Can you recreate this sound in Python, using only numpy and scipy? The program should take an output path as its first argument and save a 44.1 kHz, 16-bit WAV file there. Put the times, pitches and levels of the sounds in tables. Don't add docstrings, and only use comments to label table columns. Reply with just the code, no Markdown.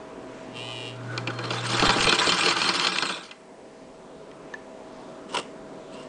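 import sys
import numpy as np
from scipy import signal
from scipy.fft import rfft, irfft
from scipy.io import wavfile
from scipy.ndimage import uniform_filter1d

SR = 44100
rng = np.random.default_rng(int(sys.argv[2]) if len(sys.argv) > 2 else 0)


def invert_db(x):
    u = np.asarray(x, float) / 20
    return 10 ** u


def log_audio(samples):
    frames = np.atleast_2d(samples).T
    limited = np.clip(frames, -1, 1)
    pcm = np.round(limited * 32767).astype(np.int16)
    wavfile.write(sys.argv[1], SR, pcm)


N = 268128
T = np.arange(N) / SR


def level(x):
    return x / np.sqrt(np.mean(x ** 2))


def curve(rows, column=1, off_db=-120):
    rows = np.array(rows)
    return invert_db(np.interp(T, rows[:, 0], rows[:, column], off_db, off_db))


def swell(start, attack, hold, release, db):
    fade_db = -41
    top = start + attack
    end = top + hold
    return curve([(start, db + fade_db), (top, db), (end, db), (end + release, db + fade_db)])


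def ring(x, modes):
    out = 0
    for k, (hz, width, db) in enumerate(modes):
        b, a = signal.iirpeak(hz, hz / width, fs=SR)
        out = out + (-1) ** k * invert_db(db) * signal.lfilter(b, a, x)
    return out


def walk(rate):
    k = int(SR / rate)
    held = np.repeat(rng.standard_normal(N // k + 1), k)
    return 1.182 * uniform_filter1d(held, k)[:N]


def grit(per_s, spread_db, smooth):
    struck_now = rng.random(N) < per_s / SR
    sizes = invert_db(spread_db * rng.uniform(-0.76, 1, N))
    hits = struck_now * sizes * np.sign(rng.standard_normal(N))
    return level(level(hits) + smooth * rng.standard_normal(N))


def squeak(hz, waver_hz):
    phase = 2 * np.pi * np.cumsum(hz + waver_hz * walk(400)) / SR
    return np.sqrt(2) * np.sin(phase) * invert_db(3 * walk(120))


# lowest f/Hz, highest f/Hz
GROUP_EDGES = [(1800, 11000), (700, 1800), (0, 700)]


def struck(modes, rows, rubs, chatter_s, focus, wander_db, lengths):
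    crack = 3.2
    out, tail = 0, np.arange(2048) / SR
    chatter = rng.standard_normal((len(rows), 2048))
    for k, ((lo, hi), rub) in enumerate(zip(GROUP_EDGES, rubs)):
        part = [m for m in modes if lo <= m[0] < hi]
        blows = np.zeros(N)
        for row, noise, length in zip(rows, chatter, lengths):
            rise = 1 - np.exp(-tail / (0.0005 * length ** 2))
            push = np.exp(-tail / (chatter_s[k] * length)) * rise
            if k == 0:
                noise = level(noise + focus * ring(noise, [(row[4], 800, 0)]))
            noise = np.r_[noise[:8], crack / push[8] / length ** 2, noise[9:]]
            blow = noise * push * np.sqrt(np.sum(push ** 2) / np.sum((noise * push) ** 2))
            i = int(row[0] * SR)
            blows[i:i + 2048] += (invert_db(row[k + 1]) * blow)[:N - i]
        blows = signal.sosfilt(signal.butter(2, 6000, fs=SR, output="sos"), blows)
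        unit = np.sqrt(np.sum(ring(signal.unit_impulse(8192), part) ** 2))
        for j, mode in enumerate(part):
            wander = invert_db(wander_db * (1 + mode[0] / 9000) * walk(45))
            out = out + (-1) ** j * ring(blows + rub * wander, [mode]) / unit
    return out


# f/Hz, width/Hz, relative level/dB
HISS_MODES = [(5940, 12400, 0), (7900, 55, 11.5), (8970, 56, 8.5)]


def microphone_hiss():
    return invert_db(-62.5) * level(ring(rng.standard_normal(N), HISS_MODES))


# f/Hz, relative level per Hz/dB
ROOM_COLOUR = [(12, -55), (20, -15.5), (112, -20.5), (141, -9), (272, -3), (318, -4), (391, -5),
               (495, -2.5), (594, -7.5), (642, -8.5), (695, -9), (1000, -12), (1480, -20), (7660, -37.5),
               (10200, -63), (13300, -64), (22000, -120)]
# f/Hz, wander/Hz, level over the murmur/dB
ROOM_LINES = [(273.8, 12.1, -11), (388.6, 8.46, -11), (643.6, 1.94, -7.5), (990, 3.62, -18.5)]


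def room():
    hz = np.fft.rfftfreq(N, 1 / SR) + 1
    colour = np.array(ROOM_COLOUR)
    gain = invert_db(np.interp(np.log(hz), np.log(colour[:, 0]), colour[:, 1]))
    shape = rfft(rng.standard_normal(N)) * gain
    place = 2 * np.log2(hz / 20)
    murmur, tones = 0, 0
    for k in range(19):
        band = np.clip(1 - abs(place - k), 0, 1)
        murmur = murmur + irfft(shape * band, N) * invert_db(2.0 * walk(6.5))
    for f, wander_hz, db in ROOM_LINES:
        phase = 2 * np.pi * np.cumsum(f + wander_hz * walk(12)) / SR
        tones = tones + invert_db(db + 0.5 * walk(1.9)) * np.sin(phase)
    from_s, sunk_s, creep_s = 1.9, 3.12, 1.13
    sink = np.interp(T, [from_s, sunk_s], [0, 1]) * np.exp(-np.maximum(T - sunk_s, 0) / creep_s)
    return (level(murmur) + np.sqrt(2) * tones) * invert_db(-41.5 - 10.5 * sink)


# t/s, level before decay/dB
SHAKES = [(1.801, -20), (1.879, -13.5), (1.998, -25), (2.05, -18), (2.319, -38)]


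def shakes():
    out, t = np.zeros(N), np.arange(4096) / SR
    swing = np.sin(2 * np.pi * 32 * t) * np.exp(-t / 0.0065)
    for s, db in SHAKES:
        i = int(s * SR)
        out[i:i + 4096] += invert_db(db) * swing
    return out


# t/s, bright, middle and deep drive level/dB, centre of the clink f/Hz
TICKS = [(4.3138, -41, -56, -57, 2370), (4.5378, -30.5, -27.5, -39, 6310), (4.9118, -61, -62, -50, 2090)]
# f/Hz, width/Hz, relative level/dB
FITTING = [(497, 270, 0), (926, 70, -21), (1738, 40, -2), (1960, 38, 3.5), (2770, 610, -7),
           (4030, 750, -5.5), (6260, 230, -3)]


def fitting():
    return struck(FITTING, TICKS, np.zeros((3, N)), [.002, .0055, .004], 1.0, 0, np.ones(len(TICKS)))


# start t/s, attack t/s, hold t/s, release t/s, drive level/dB
SLIDES = [(5.22, 0.085, 0.11, 0.14, -50), (5.315, 0.028, 0.016, 0.025, -33),
          (5.362, 0.007, 0.022, 0.03, -32), (5.89, 0.033, 0.1, 0.14, -52)]
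SLIDE_GROUPS = [-0.5, -1, -2]
# t/s, bright, middle and deep drive level/dB, centre of the clink f/Hz
SNAPS = [(5.3448, -26, -24, -33, 2940), (5.3683, -18, -18.5, -28, 2770)]
# f/Hz, width/Hz, relative level/dB
PLATE = [(414, 240, -3), (970, 130, 4.5), (1170, 52, 5.5), (1350, 110, -0.5), (1950, 1200, -5),
         (2660, 170, 5), (2900, 260, 8), (3900, 2400, -2.5), (5340, 740, 1), (7640, 1000, -6.5),
         (8860, 900, -6)]


def plate():
    finger = sum(swell(*row) for row in SLIDES)
    rubs = [grit(1000, 8.2, 0.25) * invert_db(db + 2.1 * walk(150)) * finger for db in SLIDE_GROUPS]
    return struck(PLATE, SNAPS, rubs, [.0021, .0034, .004], 0.98, 1.24, np.ones(len(SNAPS)))


# start t/s, attack t/s, hold t/s, release t/s, level/dB, f/Hz
SQUEAKS = [(.88, .08, .05, .1, -52, 1400), (.99, .1, .09, .09, -41.5, 1485),
           (1.22, .08, .005, .05, -41, 1480), (5.935, .02, .048, .16, -54, 2790)]


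def creeping_squeaks():
    return sum(squeak(row[5], 70) * swell(*row[:5]) for row in SQUEAKS)


# t/s, level/dB
HUM = [(0.2, -59), (0.46, -56), (0.63, -43.5), (0.83, -44.5), (1.11, -34.5), (1.41, -36.5), (1.74, -32.5),
       (2.03, -39), (2.16, -48), (2.9, -56)]
# start t/s, attack t/s, hold t/s, release t/s, level/dB
BUZZES = [(0.468, 0.1, 0.32, 0.18, -38.5)]
# f/Hz, width/Hz, relative level/dB
BUZZ_MODES = [(1189, 24, 2.5), (1990, 180, -9.5), (2445, 49, 3.5), (2780, 230, 5), (3050, 350, 3.5),
              (3870, 230, -3.5), (4250, 290, -7.5), (5300, 800, -12), (7500, 1000, -11.5),
              (9000, 970, -11.5)]


def motor():
    hum_hz = 119.9
    hum = np.sqrt(2) * np.sin(2 * np.pi * hum_hz * T) * curve(HUM)
    count, cycle = int(N / SR * hum_hz), int(SR / hum_hz)
    chance = rng.standard_normal((count, 2))
    drift = .00017 * walk(12)[::cycle][:count]
    at = np.arange(count) / hum_hz + .0016 + drift + .00002 * chance[:, 0]
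    taps = np.zeros(N)
    taps[np.clip((at * SR).astype(int), 0, N - 1)] = invert_db(1.0 * chance[:, 1])
    bounce_s, bounce_db = 0.002046, 3
    late = at + bounce_s + .00012 * walk(15)[::cycle][:count]
    taps[np.clip((late * SR).astype(int), 0, N - 1)] = invert_db(bounce_db + 1.6 * chance[:, 0])
    taps = signal.sosfilt(signal.butter(1, 3500, fs=SR, output="sos"), taps)
    fizz = .3 * rng.standard_normal(N)
    buzz = level(ring(level(taps) + fizz, BUZZ_MODES))
    return hum + sum(swell(*row) for row in BUZZES) * buzz


# feed knock t/s, needle-bar clack t/s
STITCHES = [(1.177, 1.505), (1.796, 1.891), (2.042, 2.123), (2.243, 2.319), (2.434, 2.507), (2.617, 2.689),
            (2.797, 2.868), (2.984, 3.09)]


def shaft_turns():
    feed_place = .61
    start_rate, coast_rate = 1.2, 2.1
    s = np.ravel(STITCHES)
    turns = (np.arange(len(STITCHES))[:, None] + [feed_place, 1]).ravel()
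    times = np.r_[s[0] - 2 / start_rate, s, s[-1] + 2 / coast_rate]
    return np.interp(T, times, np.r_[turns[0] - 2, turns, turns[-1] + 2])


# f/Hz, pitch fall per half length/Hz, place/turns, half length/turns,
# level over the common curve/dB
SQUEALS = [(4230, 100, .84, .17, 0), (3140, 30, .88, .12, 0), (3500, -50, .1, .12, -3)]
# t/s, level/dB
SQUEAL_LEVEL = [(1.3, -60), (1.45, -47), (1.65, -43), (1.9, -33), (2.9, -35), (3.05, -42), (3.2, -44),
                (3.27, -50), (3.32, -65)]


def bearing_squeals(angle):
    out = 0
    for hz, fall_hz, place, length, db in SQUEALS:
        away = ((angle - place + .5) % 1 - .5) / length
        tone = squeak(hz - fall_hz * away, 35)
        out = out + tone * np.exp(-away ** 4) * invert_db(db + 2.5 * walk(50)) * curve(SQUEAL_LEVEL)
    return out


# t/s, middle drive level/dB, bright level over the middle/dB
RUN = [(0.9, -61.5, -5.5), (1.16, -40.5, -20.5), (1.3, -48, -24), (1.55, -35.5, -6), (1.7, -35.5, 0),
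       (1.95, -26.5, -3), (2.2, -29, -0.5), (2.8, -30.5, -0.5), (3.07, -37.5, 2), (3.2, -38.5, -5.5),
       (3.3, -57, -3), (3.42, -64, -12)]
# t/s, bright, middle and deep drive level/dB, centre of the clink f/Hz
KNOCKS = [(1.1771, -18, -27.5, -33, 2300), (1.272, -23, -27, -27, 2650), (1.302, -36.5, -29, -41, 3100),
          (1.3872, -29.5, -29.5, -29.5, 2620), (1.4387, -31, -57, -37, 4250),
          (1.453, -30.5, -48, -33, 4290), (1.5046, -21.5, -26.5, -26.5, 3140),
          (1.5326, -29, -25, -31.5, 4300), (1.6918, -28.5, -32, -29.5, 4400),
          (1.728, -26.5, -30.5, -22.5, 2450), (1.7957, -14.5, -15, -29, 4070),
          (1.8217, -16, -17, -14.5, 3530), (1.8521, -18, -23, -20, 4300), (1.8915, -14.5, -12, -20, 4230),
          (1.903, -16, -23, -23, 4230), (1.9584, -29, -35, -18, 3500), (2.0057, -17, -21, -34, 2530),
          (2.0422, -13, -22.5, -43, 2620), (2.0691, -15, -21.5, -17.5, 2520), (2.0926, -17, -19, -27, 2640),
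          (2.1235, -13, -12.5, -24.5, 3120), (2.1863, -18, -24, -28.5, 3140),
          (2.2158, -21.5, -16, -34, 4264), (2.2432, -23, -22, -44, 2690), (2.2696, -15, -26, -18.5, 4900),
          (2.2911, -14, -24, -32, 2680), (2.3195, -14, -17.5, -33, 4400), (2.3864, -19, -23.5, -33, 3110),
          (2.4068, -18.5, -28, -38, 2500), (2.4338, -16, -19, -49, 3560), (2.4592, -18.5, -25, -23, 3230),
          (2.4837, -14, -22, -39.5, 3870), (2.5076, -16.5, -26, -40, 3140), (2.564, -22.5, -25, -35, 3475),
          (2.6169, -14, -18, -37, 2610), (2.6413, -20, -19, -30, 3530), (2.6623, -31, -24, -33, 2630),
          (2.6892, -13, -29, -33, 4240), (2.7511, -24, -24.5, -37, 3220), (2.7965, -14.5, -26, -42, 2470),
          (2.8458, -18.5, -24, -32, 4210), (2.8678, -14, -19.5, -31, 3230), (2.9172, -25.5, -27, -53, 2450),
          (2.9566, -23, -22, -39, 3100), (2.9845, -13.5, -25.5, -46, 2430),
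          (3.0224, -16.5, -18.5, -24.5, 4210), (3.053, -28, -25, -33, 2500),
          (3.0915, -25, -23.5, -29.5, 3150), (3.2888, -44, -48, -63, 2620), (3.3102, -33.5, -39, -64, 2380)]
# f/Hz, width/Hz, relative level/dB
FRAME = [(183, 28.5, -4.5), (273.7, 28, -6.5), (340, 22, -0.5), (443.5, 27.6, -3), (542, 237, -11),
         (793, 12.6, 5.5), (1001, 26, 2.5), (1057, 19, 5.5), (1186, 36, -8.5), (1322, 36, 9.5),
         (1497, 210, -5.5), (1643, 10, 5), (1260, 460, 2.5), (2034, 57, 1.5), (2396, 86, 2.5),
         (2650, 223, 4), (3170, 68, -7.5), (3665, 670, 5.5), (4230, 305, -3), (4985, 62, -2.5),
         (3453, 1600, 3.5), (5430, 210, -3), (5760, 590, -17.5), (7350, 750, -9), (8315, 190, -6.5)]


def linkage(angle):
    turn = (angle - .237) % 1
    ease = invert_db(-6.5 * np.exp(-np.minimum(turn, 1 - turn) ** 2 / 0.0014))
    run = np.array(RUN)
    bright_db = np.interp(T, run[:, 0], run[:, 2])
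    deep_db = -6 - 0.12 * bright_db
    effort = curve(RUN) * invert_db(np.array([bright_db, 0 * T, deep_db]))
    rubs = [grit(2500, 8.0, .7) * invert_db(2.0 * walk(140)) * ease * e for e in effort]
    gap_s = abs(np.array(KNOCKS)[:, :1] - np.array(STITCHES)[:, 0]).min(axis=1)
    lengths = np.where(gap_s < .004, .65, 1.15)
    return struck(FRAME, KNOCKS, rubs, [.0044, .0075, .0115], 1.28, 2.12, lengths)


def machine():
    angle = shaft_turns()
    return linkage(angle) + bearing_squeals(angle)


def scene():
    near = motor() + machine() + creeping_squeaks() + plate() + fitting()
    t = np.arange(SR // 4) / SR
    walls = rng.standard_normal(len(t)) * np.exp(-np.log(1000) * t / 0.31) * (t > .004)
    echo = signal.fftconvolve(near, walls / np.sqrt(np.sum(walls ** 2)))[:N]
    return (near + invert_db(-16.5) * echo + shakes() + room())[None]


def top_cut(x):
    return signal.sosfilt(signal.butter(12, 10350, fs=SR, output="sos"), x)


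def record(dry):
    rounded = np.tanh(1.3 * (dry + microphone_hiss())) / 1.299
    soft = signal.sosfilt(signal.butter(4, 9300, fs=SR, output="sos"), rounded)
    dull = signal.sosfilt(signal.ellip(8, .2, 60, 10150, fs=SR, output="sos"), soft)
    return top_cut(dull)


dry = scene()
out = record(dry)
log_audio(out)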